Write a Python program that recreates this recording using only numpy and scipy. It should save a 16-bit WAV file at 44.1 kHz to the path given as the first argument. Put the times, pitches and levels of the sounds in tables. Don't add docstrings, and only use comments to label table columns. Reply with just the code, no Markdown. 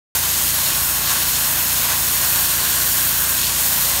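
import sys
import numpy as np
from scipy import signal
from scipy.fft import rfft, irfft, next_fast_len
from scipy.io import wavfile
from scipy.ndimage import map_coordinates

SR = 44100
rng = np.random.default_rng(int(sys.argv[2]) if len(sys.argv) > 2 else 0)


def generate_wav(sig):
    pcm = np.round(np.clip(np.atleast_2d(sig).T, -1, 1) * 32767).astype(np.int16)
    wavfile.write(sys.argv[1], SR, pcm)


N = 176400


def amp(db):
    return 10 ** (np.asarray(db) / 20)


def unit(x):
    return x / np.sqrt(np.mean(x ** 2) + 1e-20)


def curves(rows):
    times, *columns = np.transpose(rows)
    return [np.interp(np.arange(N) / SR, times, column) for column in columns]


def wobble(rate):
    points = rng.standard_normal(int(N * rate / SR) + 4)
    return map_coordinates(points, [np.arange(N) * rate / SR])


def filtered(x, response):
    size = next_fast_len(N + SR // 2)
    hz = np.fft.rfftfreq(size, 1 / SR)
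    return irfft(rfft(x, size) * response(hz), size)[:N]


def coloured(x, colour):
    freqs, db = np.transpose(colour)
    return filtered(x, lambda hz: amp(np.interp(np.log(hz + 1), np.log(freqs + 1), db)))


def delayed(x, lag_ms):
    return map_coordinates(x, [np.arange(N) - lag_ms * SR / 1000], order=3)


def tone(cycles, db, tremble_db):
    gain = np.sqrt(2) * amp(db + tremble_db * wobble(11))
    return gain * np.sin(2 * np.pi * (cycles + rng.random()))


def spray(level_db=-16.5, drops_per_s=900):
    # f/Hz, level/dB
    colour = [(240, -31), (450, -13), (620, -6.0), (820, -5), (1050, -2), (1250, -7), (1550, -3.5),
              (1850, -3), (2200, -6.5), (2700, -5.5), (3300, -3), (3900, -4.5), (4450, -2), (4900, -5.5),
              (5400, -4), (6100, -3.5), (6500, -1), (7100, -2), (7700, -3), (8400, -2.0), (9000, -1.6),
              (9600, -1), (10300, -4.2), (10900, -2), (11700, 0.5), (12500, 0.8), (14000, 0.6),
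              (15500, -1.9)]
    centres = [1500, 3700, 8500, 13500]
    # t/s, level/dB
    rasp = [(0.16, -30), (0.27, -31), (1.03, -31.5), (1.16, -27.5), (1.19, -31.5), (1.4, -30.5),
            (1.77, -31), (1.93, -27), (1.98, -31.5), (2.38, -29.5), (2.43, -31), (2.93, -31), (3.68, -31.5),
            (4.0, -29.5)]
    spatter = [(0.16, -27), (0.57, -27), (0.75, -25.5), (0.76, -28.5), (0.99, -29), (1.1, -25), (1.3, -28),
               (1.36, -24), (1.39, -28), (1.67, -28), (1.92, -25), (1.98, -28.5), (2.43, -26), (3.29, -28),
               (3.47, -24), (3.51, -26.5), (4.0, -27)]
    hiss = [(0.16, -22.5), (0.54, -23), (1.05, -26), (1.13, -23), (1.29, -26), (1.3, -24), (2.72, -24),
            (3.2, -25), (3.74, -23), (3.77, -25), (4.0, -23.5)]
    fizz = [(0.16, -21), (0.17, -22), (1.19, -23.5), (1.22, -21.5), (1.77, -22), (1.81, -23), (2.41, -20),
            (2.5, -22.5), (3.24, -20.5), (3.26, -26), (3.29, -21), (3.53, -25.5), (3.67, -20), (4.0, -23)]
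    mist = rng.standard_normal(N) * amp(3 * rng.standard_normal(N))
    hard_drops = (rng.random(N) < drops_per_s / SR) * rng.laplace(size=N)
    sputter = amp(0.53 * wobble(40))
    splash = unit(coloured((mist + hard_drops) * sputter, colour))
    out = np.zeros(N)
    for share, swell in zip(np.eye(len(centres)), (rasp, spatter, hiss, fizz)):
        band = filtered(splash, lambda hz: np.interp(hz, centres, share))
        [swell_db] = curves(swell)
        flicker_db = 0.5 * wobble(14)
        out += band * amp(swell_db - swell_db.mean() + flicker_db)
    return amp(level_db) * out


def with_echoes(x, faint_count=5, faint_db=-24.5, drift_ms=0.021):
    # t/s, delay/ms, strength/0-1
    echo_path = [(.2, 0.79, 0.06), (.55, .742, 0.1), (.95, 0.74, 0.2), (1.4, 0.73, 0.18), (1.9, 0.78, 0.17),
                 (2.15, 0.72, 0.13), (2.45, .712, 0.17), (2.9, 0.71, 0.14), (3.3, 0.73, 0.22),
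                 (3.55, 0.77, 0.03), (3.8, 0.71, 0.1), (4, 0.77, 0.1)]
    # f/Hz, level/dB
    echo_colour = [(500, 0), (1600, 1.5), (3200, -4.5), (5500, 0.5), (8300, 0.5), (10000, -5), (15000, -16)]
    lag_ms, strength = curves(echo_path)
    close = strength * delayed(coloured(x, echo_colour), lag_ms)
    dull = filtered(x, lambda hz: 1 / (1 + (hz / 8000) ** 4))
    faint_lags_ms = rng.uniform(1.21, 7, size=faint_count)
    faint = sum(delayed(dull, ms + drift_ms * wobble(1.55)) for ms in faint_lags_ms)
    return x + close + amp(faint_db) * faint


def engine(firing_hz=28.55, jitter_cycles=0.0043):
    # multiple of the firing rate, level/dB
    harmonics = [(2, -41.5), (3, -43), (5, -42.5), (6, -47), (7, -53.5), (8, -48.5), (9, -51), (10, -53),
                 (11, -59), (12, -58)]
    rate_hz = firing_hz * (1 + 0.001 * wobble(2.98))
    cycles = np.cumsum(rate_hz) / SR + jitter_cycles * wobble(firing_hz)
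    return sum(tone(multiple * cycles, db, tremble_db=0.73) for multiple, db in harmonics)


def hum():
    # f/Hz, level/dB
    tones = [(59.8, -55), (119.6, -48.5)]
    wavering_time = np.cumsum(1 + 0.0059 * wobble(4)) / SR
    return sum(tone(hz * wavering_time, db, tremble_db=1) for hz, db in tones)


def rumble(level_db=-40):
    # f/Hz, level/dB
    colour = [(20, -24), (38, -16), (55, -3), (75, 2), (100, -1.5), (125, -5), (160, -8), (250, -10.5),
              (340, -6), (450, -14), (800, -20), (2000, -48)]
    return amp(level_db) * unit(coloured(rng.standard_normal(N), colour))


def hollow_bands(fade_s=0.05):
    # start/s, end/s, f/Hz, half width/Hz, level/dB
    bands = [(2.18, 3.38, 1584, 150, -38), (2.11, 3.4, 8270, 170, -34), (3.8, 4.1, 8400, 170, -34),
             (3.82, 4.1, 554, 28, -41.5)]
    t = np.arange(N) / SR
    out = np.zeros(N)
    for start, end, centre_hz, half_width_hz, db in bands:
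        noise = rng.standard_normal(N)
        band = unit(filtered(noise, lambda hz: 1 / (1 + ((hz - centre_hz) / half_width_hz) ** 2)))
        fade = np.clip(np.minimum(t - start, end - t) / fade_s, 0, 1)
        out += amp(db) * band * fade
    return out


def scene():
    mono = with_echoes(spray()) + engine() + hum() + rumble() + hollow_bands()
    return np.array([mono, mono])


def record(dry):
    start_s, top_hz = 0.1505, 15720
    started = np.arange(N) / SR >= start_s
    low_pass = signal.ellip(14, 0.1, 90, top_hz, fs=SR, output="sos")
    return signal.sosfilt(low_pass, dry * started)


dry = scene()
out = record(dry)
generate_wav(out)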